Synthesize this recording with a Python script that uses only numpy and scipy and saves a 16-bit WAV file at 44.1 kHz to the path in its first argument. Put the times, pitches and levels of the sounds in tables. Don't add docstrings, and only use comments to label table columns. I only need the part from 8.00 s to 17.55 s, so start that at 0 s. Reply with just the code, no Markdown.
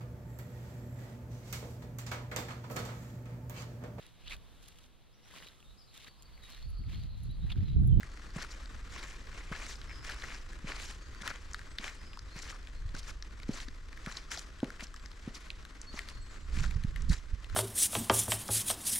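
import sys
import numpy as np
from scipy import signal
from scipy.io import wavfile
from scipy.ndimage import uniform_filter1d

SR = 44100
rng = np.random.default_rng(int(sys.argv[2]) if len(sys.argv) > 2 else 0)


def to_wav(sig):
    pcm = np.clip(np.atleast_2d(sig), -1, 1) * 32767
    pcm = np.round(pcm).astype(np.int16)
    wavfile.write(sys.argv[1], SR, pcm.T)


N = 421155
TIME = np.arange(N) / SR

# start_s, level_db, pitch_hz, swell_s, slap_db (compared with the thud)
HEEL_STRIKES = [(0.3616, -33, 161, 0.0033, -13), (1.5150, -32.5, 155, 0.0023, -9),
                (2.644, -33.5, 167, 0.002, -19), (3.214, -46, 199, 0.0038, -17),
                (3.796, -42, 210, 0.0027, -11), (4.361, -39.5, 136, 0.0023, -13),
                (4.945, -35, 152, 0.0012, -24), (5.4917, -23, 224, 0.0025, -28),
                (5.681, -43, 232, 0.003, -17), (6.071, -34, 180, 0.0025, -7.5),
                (6.63, -19, 254, 0.0022, -10), (6.825, -42, 202, 0.003, -8),
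                (7.2758, -29.5, 213, 0.0021, -17), (7.9410, -38.5, 210, 0.002, -8.5)]
# start_s, loading_s, hold_s, release_s, mud_db, leaf_db
SOLE_PRESSES = [(0.344, 0.021, 0.056, 0.21, -48.5, -54), (0.897, 0.094, 0.015, 0.25, -47.5, -52),
                (1.312, 0.049, 0.022, 0.25, -51, -58), (1.503, 0.014, 0.05, 0.34, -49, -54),
                (1.63, 0.056, .03, 0.15, -65, -55), (2.028, 0.026, 0.065, .15, -48, -54),
                (2.197, 0.061, 0.054, 0.17, -51, -52.5), (2.626, 0.06, 0.052, 0.14, -46.5, -55),
                (2.753, 0.072, 0.092, 0.093, -53, -51.5), (3.233, 0.013, 0.015, .22, -45, -50),
                (3.78, 0.061, 0.043, 0.2, -50.5, -53.5), (4.326, 0.039, 0.15, .12, -55, -57),
                (4.932, 0.015, 0.066, 0.1, -57, -61.5), (5.034, .06, 0.016, 0.03, -52, -53.5),
                (5.469, 0.044, 0.11, 0.055, -53.5, -54.5), (6.04, 0.023, 0.12, 0.077, -53.5, -56),
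                (6.305, 0.011, 0.011, 0.15, -50.5, -45.5), (6.785, 0.017, .02, 0.093, -56.5, -60),
                (7.262, 0.011, 0.016, 0.089, -56, -64), (7.33, 0.014, .02, .25, -57.5, -58.5),
                (7.928, 0.049, .02, 0.21, -51.5, -54.5), (8.069, 0.014, 0.0085, 0.076, -59.5, -62),
                (8.519, 0.039, 0.038, 0.2, -49, -51), (9.086, 0.029, 0.015, 0.11, -50, -50)]
# middle_s, half_width_s, level_db
LEAF_CRUSHES = [(0.426, .005, -44), (0.519, 0.011, -53.5), (2.048, .0045, -51), (2.116, 0.0079, -49),
                (3.219, 0.0064, -48), (3.267, .009, -52), (4.425, 0.0051, -46.5), (4.992, 0.0094, -47),
                (6.39, 0.0061, -43), (6.838, .008, -47), (7.352, 0.0064, -46.5), (8.099, 0.0054, -50),
                (9.098, .0054, -44), (9.125, 0.013, -43.5)]
# middle_s, length_s, pitch_hz, level_db
MUD_POCKETS = [(0.383, 0.017, 1540, -46), (0.425, 0.017, 1550, -46.5), (1.526, 0.0098, 1580, -37.5),
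               (1.554, 0.028, 1880, -46), (1.912, 0.019, 2050, -47), (2.097, .011, 1600, -41.5),
               (2.24, 0.012, 1810, -40.5), (2.307, 0.026, 2050, -47), (3.215, .012, 1900, -46.5),
               (3.253, .022, 1500, -42.5), (3.306, .016, 1920, -40.5), (3.35, 0.013, 2080, -51),
               (3.839, 0.016, 1900, -46.5), (3.88, 0.011, 1950, -45), (4.537, 0.023, 1250, -50.5),
               (5.088, 0.026, 1570, -51.5), (6.081, .025, 1520, -45.5), (6.334, .024, 1710, -45.5),
               (6.376, 0.0086, 760, -48), (6.802, 0.01, 1930, -45), (8.645, .019, 1540, -45.5),
               (9.127, 0.025, 1680, -45)]
# start_s, knock_hz, knock_db, crack_hz, crack_db, left_over_right_db
TWIG_SNAPS = [(0.0315, 1840, -41, 2910, -56, 2), (0.4239, 1980, -49, 5430, -45, 7),
              (0.4471, 1320, -44.5, 3810, -58, 7), (1.5248, 1640, -45, 3140, -60, 2),
              (1.7561, 1180, -63, 4560, -49, 2), (1.815, 1720, -52, 3780, -50.5, 2),
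              (2.0975, 1910, -42, 4500, -47, 0), (2.2218, 2190, -46, 3470, -46, -2),
              (2.2399, 1900, -47, 5250, -52, 5), (2.5322, 1970, -50.5, 7860, -64, 3),
              (3.1477, 1540, -51, 4410, -62, -4), (3.2767, 1660, -33.5, 3020, -42, 5),
              (3.5336, 1660, -56, 6900, -44, 3), (3.545, 1480, -36, 4000, -43, 2),
              (3.5925, 1620, -47.5, 4330, -65, 5), (3.6154, 1720, -53, 4630, -70, -1),
              (3.7849, 1910, -40, 3700, -35, 3.5), (3.8424, 2050, -44, 2970, -47, 4),
              (3.8794, 2100, -43.5, 2910, -46, -1), (4.1323, 1140, -59, 3000, -51, 7),
              (4.1728, 1170, -45.5, 3510, -63, 3), (4.1918, 1570, -54, 5200, -47, 4),
              (4.6718, 1980, -51, 3480, -53, 5), (4.9505, 1260, -44, 5670, -52, 7),
              (5.2248, 1740, -49, 4660, -43.5, 3), (5.4002, 1870, -50, 2990, -60, 2),
              (5.4325, 1900, -50.5, 4130, -50.5, 2), (5.6014, 2170, -46, 3600, -45, -3),
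              (5.6845, 1750, -50.5, 4500, -48.5, 3), (5.929, 2000, -49.5, 3550, -60, 4),
              (5.9744, 1910, -47.5, 2910, -60, 3), (6.0618, 1920, -40.5, 3470, -49, -2),
              (6.1701, 2500, -62, 4550, -36.5, 1), (6.3206, 2580, -45, 5490, -50, 4),
              (6.3743, 1530, -50, 4650, -41, 2), (6.6027, 1510, -53, 3210, -53, 5),
              (6.644, 1950, -47, 3000, -50.5, 4), (6.7037, 1670, -42.5, 4130, -62, 3),
              (6.8073, 2020, -43.5, 3620, -49, 0), (6.8692, 2240, -64, 4770, -52, 1),
              (6.942, 1390, -46, 3060, -70, 2), (6.962, 1760, -53, 5100, -54, 7),
              (7.0595, 1810, -53.5, 5070, -49.5, 5), (7.1158, 1220, -58.5, 3800, -53, 3),
              (7.5033, 2520, -61, 3120, -37.5, -4), (7.6514, 1470, -48.5, 3080, -51.5, 3),
              (7.8156, 1960, -63, 7000, -44, 3), (7.991, 1800, -35.5, 3700, -44.5, 4),
              (8.0873, 1640, -46, 4240, -46, 2), (8.64, 1520, -42, 3340, -49, 6),
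              (8.7104, 1940, -47.5, 3340, -54, 7), (8.837, 2100, -48, 3440, -51.5, 4),
              (8.9607, 2010, -42, 3160, -50, 8), (9.0213, 1980, -65, 7160, -49, 3),
              (9.1147, 1830, -49, 4180, -60, 2), (9.4442, 2170, -51.5, 3500, -51.5, 5),
              (9.4985, 1600, -49, 3140, -56, 7)]
STRAY_SNAP, STRAY_SPREAD = (1700, -60.5, 4200, -58.5, 0), (300, 2.5, 700, 3.5, 4)
# start_s, length_s, start_hz, end_hz, level_db
BIRD_WHISTLES = [(0.053, 0.11, 4350, 4450, -66), (0.242, 0.056, 4380, 4450, -69),
                 (0.633, 0.052, 7950, 7340, -61), (1.883, 0.03, 5450, 5160, -57),
                 (1.897, 0.12, 5040, 5010, -61), (2.97, 0.084, 4520, 4560, -63.5),
                 (3.128, .07, 4450, 4600, -64), (3.009, 0.041, 6700, 6410, -64),
                 (3.66, 0.085, 7900, 7960, -67), (3.984, 0.13, 5040, 4970, -59),
                 (4.274, 0.11, 3810, 4760, -60), (4.73, 0.072, 4250, 4250, -66),
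                 (6.932, 0.051, 7750, 7300, -69), (6.998, 0.038, 7750, 7230, -68),
                 (7.06, .05, 7700, 7300, -73), (7.861, 0.055, 4400, 4460, -55),
                 (8.034, 0.23, 4380, 4280, -64), (8.212, 0.019, 7600, 7850, -56),
                 (8.29, 0.045, 7760, 6300, -64)]
# time_s, level_db
HUSH_LEVELS = [(0.0, -55.5), (2.28, -55.5), (2.39, -56), (5.42, -58), (6.65, -57), (7.05, -57.5),
               (7.79, -56), (9.55, -57.5)]
# time_s, level_db
BREEZE_LEVELS = [(0, -46), (3.2, -47), (4.2, -48.5), (5.0, -46), (5.8, -46), (6.3, -50.5), (7.7, -49),
                 (9.55, -46)]
# middle_s, half_width_s, level_db
AIR_GUSTS = [(4.884, 0.11, -40.5), (8.193, 0.05, -44), (8.62, .09, -31), (8.777, 0.02, -34),
             (8.872, 0.057, -35.5), (9.04, 0.072, -34.5), (9.109, 0.019, -25.5), (9.335, 0.028, -39.5),
             (9.535, 0.017, -32)]
# middle_s, peak_db, half_width_s
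AIR_BUMPS = [(4.858, -30, 0.0028), (8.576, -31, 0.0011), (8.618, -24, 0.0022), (8.763, -21, 0.0026),
             (8.85, -18.5, 0.0017), (9.102, -19, 0.0016), (9.337, -24, 0.0036)]

# frequency_hz, relative_db
MUD_TONE = [(200, -2), (400, -4.5), (780, -6.5), (1100, -0.5), (1800, 0.5), (2400, 2.5), (3000, -5),
            (4000, -15)]
LEAF_TONE = [(2000, -10), (2900, -4), (4000, 2.5), (5500, 2), (7600, -1.5), (8800, -9.5), (11000, -18.5),
             (13000, -54), (15000, -44)]
HUSH_TONE = [(130, 6), (300, 5), (500, 0), (800, -7.5), (1150, 2), (1800, 1), (2700, -5), (4500, -7),
             (6200, -10), (7700, -13), (8800, -20.5), (11000, -26.5), (12800, -32)]
RUMBLE_TONE = [(8.8, -50), (15, 5), (43, 3), (62, -2.5), (102, -14.5), (140, -16), (180, -69), (310, -120)]
# frequency_hz, likeness (1 or more means fully alike)
FOOT_LIKENESS = [(200, 0.5), (1300, 2.5), (2400, 0.5), (4500, 0.9), (8000, 0.6), (12000, 0.7)]
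BACKGROUND_LIKENESS = [(60, 0.94), (300, 0.78), (1400, 0.61), (3000, 0.6), (6500, 0.84), (14000, 0.23)]
# frequency_hz, left_over_right_db
SIDE_BALANCE = [(60, 0), (350, -1.5), (700, 2.5), (1200, 2.5), (1700, 7), (2400, 0), (4200, 1), (7700, 2),
                (13000, 10.5)]
# pitch_hz, sharpness_q
MIC_PORTS = [(2300, 2.6), (2620, 2.6)]


def heels(trim_db=0.5, bend=0.97, bend_s=0.00069, ground_hz=140, ground_s=0.0059):
    out, t = np.zeros(N), np.arange(SR // 5) / SR
    soil_fade_s, slap_fade_s = 0.36, 0.04
    sinking = 1 - np.exp(-t / bend_s)
    ground = from_db(-17) * np.cos(2 * np.pi * ground_hz * t) * t / ground_s * np.exp(1 - t / ground_s)
    for start_s, db, hz, swell_s, slap_db in HEEL_STRIKES:
        cycles = hz * (t + bend * bend_s * sinking)
        thud = np.sin(2 * np.pi * cycles) * t / swell_s * np.exp(1 - t / swell_s)
        soil = band_noise(len(t), 83, 520) * from_db(-26 - 60 * t / soil_fade_s)
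        slap = band_noise(len(t), 240, 710) * from_db(slap_db - 60 * t / slap_fade_s) * sinking
        add(out, start_s, from_db(db + trim_db) * (thud + ground + soil + slap))
    return out


def soles(uneven_db=4.5):
    mud_gain, leaf_gain, crushed = np.zeros((3, N))
    for start_s, loading_s, hold_s, release_s, mud_db, leaf_db in SOLE_PRESSES:
        press = foot_weight(loading_s, hold_s, release_s)
        add(mud_gain, start_s, from_db(mud_db) * press)
        add(leaf_gain, start_s, from_db(leaf_db) * press)
    for middle_s, half_s, db in LEAF_CRUSHES:
        add(crushed, middle_s - 2 * half_s, from_db(db) * np.hanning(int(4 * half_s * SR)))
    giving = from_db(uneven_db * np.tanh(drift(20)))
    shared = crackle(per_s=600, spread_db=5.0, burst_s=0.00047, hiss_db=-2, clump_db=1.5)
    pops = crackle(per_s=420, spread_db=-1.0, burst_s=0.00071, hiss_db=-10, clump_db=-1.5)
    ticks = crackle(per_s=1100, spread_db=1.5, burst_s=0.00025, hiss_db=3.5, clump_db=-0.5)
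    mud = shaped_noise(MUD_TONE, FOOT_LIKENESS, np.hypot(shared, pops), flutter_db=2.0)
    leaves = shaped_noise(LEAF_TONE, FOOT_LIKENESS, np.hypot(shared, ticks), flutter_db=3.0)
    return giving * mud_gain * mud + np.hypot(giving * leaf_gain, crushed) * leaves


def foot_weight(loading_s, hold_s, release_s, touch_db=-12, release_db=-24.5):
    t = TIME[:SR]
    loading = touch_db * np.maximum(1 - t / loading_s, 0)
    release = release_db * np.maximum(t - loading_s - hold_s, 0) / release_s
    return from_db(loading + release)


def squelches(trim_db=-1.0, bubbles_per_s=1300, spread_octaves=0.19, ring_cycles=18.5):
    out, t = np.zeros(N), np.arange(SR // 12) / SR
    for middle_s, length_s, hz, db in MUD_POCKETS:
        count = int(np.clip(bubbles_per_s * length_s, 3, 80))
        when, detune, size = rng.standard_normal((80, 3))[:count].T[..., None]
        age_s = np.maximum(t - length_s * (1 + 0.45 * np.clip(when, -2, 2)), 0)
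        cycles = age_s * hz * 2 ** (spread_octaves * detune)
        bubbles = size * np.sin(2 * np.pi * cycles) * from_db(-60 * cycles / ring_cycles)
        burst = bubbles.sum(axis=0)
        strength = np.sqrt(np.sum(burst ** 2) / (length_s * SR))
        add(out, middle_s - length_s, burst / strength * from_db(db + trim_db))
    return panned(out, left_over_right_db=5.5)


def snaps(crack_trim_db=-0.5, splinter_s=0.011, scatter_s=0.49, stereo_width=0.2):
    out, t = np.zeros((2, N)), np.arange(SR // 10) / SR
    clean_break = from_db(15) * (t == 0)
    fade = from_db(-60 * t / splinter_s) + from_db(-29 - 60 * t / scatter_s)
    for start_s, knock_hz, knock_db, crack_hz, crack_db, pan_db in [*TWIG_SNAPS, *stray_snaps(14)]:
        for hz, db, width in ((knock_hz, knock_db, 0.24), (crack_hz, crack_db + crack_trim_db, 0.3)):
            centre, side = rng.standard_normal((2, len(t))) * fade
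            burst = centre + stereo_width * side * [[1], [-1]] + clean_break
            ring = band(burst, hz / (1 + width), hz * (1 + width))
            snap = band(ring + from_db(-17) * burst, hz * 0.29, 6750)
            strength = np.sqrt(np.mean(snap[:, :SR // 200] ** 2))
            add(out, start_s, panned(snap / strength * from_db(db), pan_db))
    return out


def stray_snaps(count):
    start_s = rng.uniform(0, TIME[-1], count)
    variation = np.clip(rng.standard_normal((count, len(STRAY_SNAP))), -2, 2) * STRAY_SPREAD
    return np.column_stack([start_s, STRAY_SNAP + variation])


def birds(trim_db=1.0, waver=0.012, flutter_db=6.0, echo_s=1.2, direct_db=-5):
    song, wander = np.zeros(N), drift(115)
    for start_s, length_s, start_hz, end_hz, db in BIRD_WHISTLES:
        progress = np.linspace(0, 1, int(length_s * SR))
        glide_hz = start_hz + (end_hz - start_hz) * progress
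        hz = glide_hz * (1 + waver * wander[int(start_s * SR):][:len(progress)])
        swell = np.sqrt(np.abs(np.sin(np.pi * progress)))
        add(song, start_s, from_db(db + trim_db) * swell * np.sin(2 * np.pi * np.cumsum(hz) / SR))
    song *= from_db(flutter_db * np.tanh(drift(32)))
    trunks = rng.standard_normal((2, SR)) * from_db(-60 * TIME[:SR] / echo_s)
    echoes = signal.fftconvolve(song[None], unit_level(trunks) / np.sqrt(SR), axes=1)[:, :N]
    return from_db(direct_db) * song + echoes


def hush(trim_db=-0.22):
    gain = from_db(np.interp(TIME, *np.transpose(HUSH_LEVELS)) + trim_db)
    ticks = crackle(per_s=81, spread_db=0.0, burst_s=0.00028, hiss_db=8.0, clump_db=3.5)
    return gain * shaped_noise(HUSH_TONE, BACKGROUND_LIKENESS, ticks, flutter_db=1.0)


def air(trim_db=1.5, turn_s=(8.3, 8.55), turn_pan_db=-5.5, swirl_db=-8, top_hz=150):
    flow = from_db(trim_db) * airflow()
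    rumble = shaped_noise(RUMBLE_TONE, BACKGROUND_LIKENESS)
    rumble /= np.sqrt(uniform_filter1d(np.mean(rumble ** 2, axis=0), size=SR // 14))
    pressure = signal.sosfilt(signal.butter(4, top_hz, fs=SR, output="sos"), flow * rumble)
    turn = np.interp(TIME, turn_s, [0, 1])
    swirls = from_db(swirl_db) * turn * flow ** 2 / flow.max() * band_noise(N, 58, 187, order=3)
    bumps = np.zeros(N)
    for middle_s, db, half_s in AIR_BUMPS:
        offset = (TIME - middle_s) / half_s
        bumps += from_db(db) * (1 - offset ** 2 / 2) * np.exp(-offset ** 2 / 2)
    return panned(pressure + swirls + bumps, turn * turn_pan_db)


def airflow(wander_db=1.3):
    power = from_db(np.interp(TIME, *np.transpose(BREEZE_LEVELS)) + wander_db * drift(6)) ** 2
    for middle_s, half_s, db in AIR_GUSTS:
        power += from_db(db) ** 2 * np.exp(-((TIME - middle_s) / half_s) ** 2)
    return np.sqrt(power)


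def crackle(per_s, spread_db, burst_s, hiss_db, clump_db):
    sizes = from_db(spread_db * np.minimum(rng.exponential(1, N), 4))
    starts = rng.random(N) < per_s / SR
    power = signal.lfilter([1], [1, -np.exp(-1 / (burst_s * SR))], starts * sizes ** 2 + 1e-18)
    clumps = from_db(clump_db * np.tanh(drift(44)))
    return np.sqrt(power / power.mean() + from_db(hiss_db) ** 2) * clumps


def shaped_noise(tone, likeness, loudness=1.0, flutter_db=0.0):
    lowest, highest = tone[0][0], tone[-1][0]
    edges = np.geomspace(lowest, highest, int(np.log2(highest / lowest) * 3) + 2)
    noises, out = loudness * rng.standard_normal((2, 2, N)), 0
    for k, (low, high) in enumerate(zip(edges, edges[1:])):
        centre, side = band(noises[k % 2], low, high)
        hz = np.sqrt(low * high)
        alike = np.clip(at_hz(likeness, hz), 0, 1)
        pair = np.sqrt(1 + alike) * centre + np.sqrt(1 - alike) * side * [[1], [-1]]
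        gain = from_db(at_hz(tone, hz) + flutter_db * drift(57))
        out = out + gain * panned(pair, at_hz(SIDE_BALANCE, hz))
    return out / np.sqrt(np.mean(out.mean(axis=0) ** 2))


def drift(rate_hz):
    memory = np.exp(-80 * np.pi * rate_hz / SR)
    noise = rng.standard_normal(N // 40 + 2002)
    slow = signal.lfilter([1], [1, -2 * memory, memory ** 2], noise)[2000:]
    return np.interp(np.arange(N) / 40, np.arange(len(slow)), unit_level(slow))


def band(x, low_hz, high_hz, order=2):
    sections = signal.butter(order, [low_hz, min(high_hz, 0.45 * SR)], "band", fs=SR, output="sos")
    return signal.sosfilt(sections, x + 1e-18)


def band_noise(samples, low_hz, high_hz, order=2):
    return unit_level(band(rng.standard_normal(samples), low_hz, high_hz, order))


def from_db(db):
    return 10 ** (np.asarray(db) / 20)


def unit_level(x):
    return x / np.sqrt(np.mean(x ** 2) + 1e-20)


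def at_hz(table, hz):
    frequencies, values = np.transpose(table)
    return np.interp(np.log(hz), np.log(frequencies), values)


def panned(x, left_over_right_db):
    return x * from_db(np.array([left_over_right_db, -left_over_right_db]).reshape(2, -1) / 2)


def add(out, start_s, sound):
    start = max(int(start_s * SR), 0)
    out[..., start:start + sound.shape[-1]] += sound[..., :N - start]


def scene():
    return soles() + squelches() + heels() + snaps() + birds() + hush() + air()


def record(dry):
    heard, cutoff_hz = [], 14700
    for channel, (hz, sharpness) in zip(dry, MIC_PORTS):
        ring = signal.lfilter(*signal.iirpeak(hz, sharpness, fs=SR), channel)
        heard.append(channel - 2 * ring)
    return signal.sosfilt(signal.ellip(10, 0.1, 80, cutoff_hz, fs=SR, output="sos"), heard)


dry = scene()
out = record(dry)
to_wav(out)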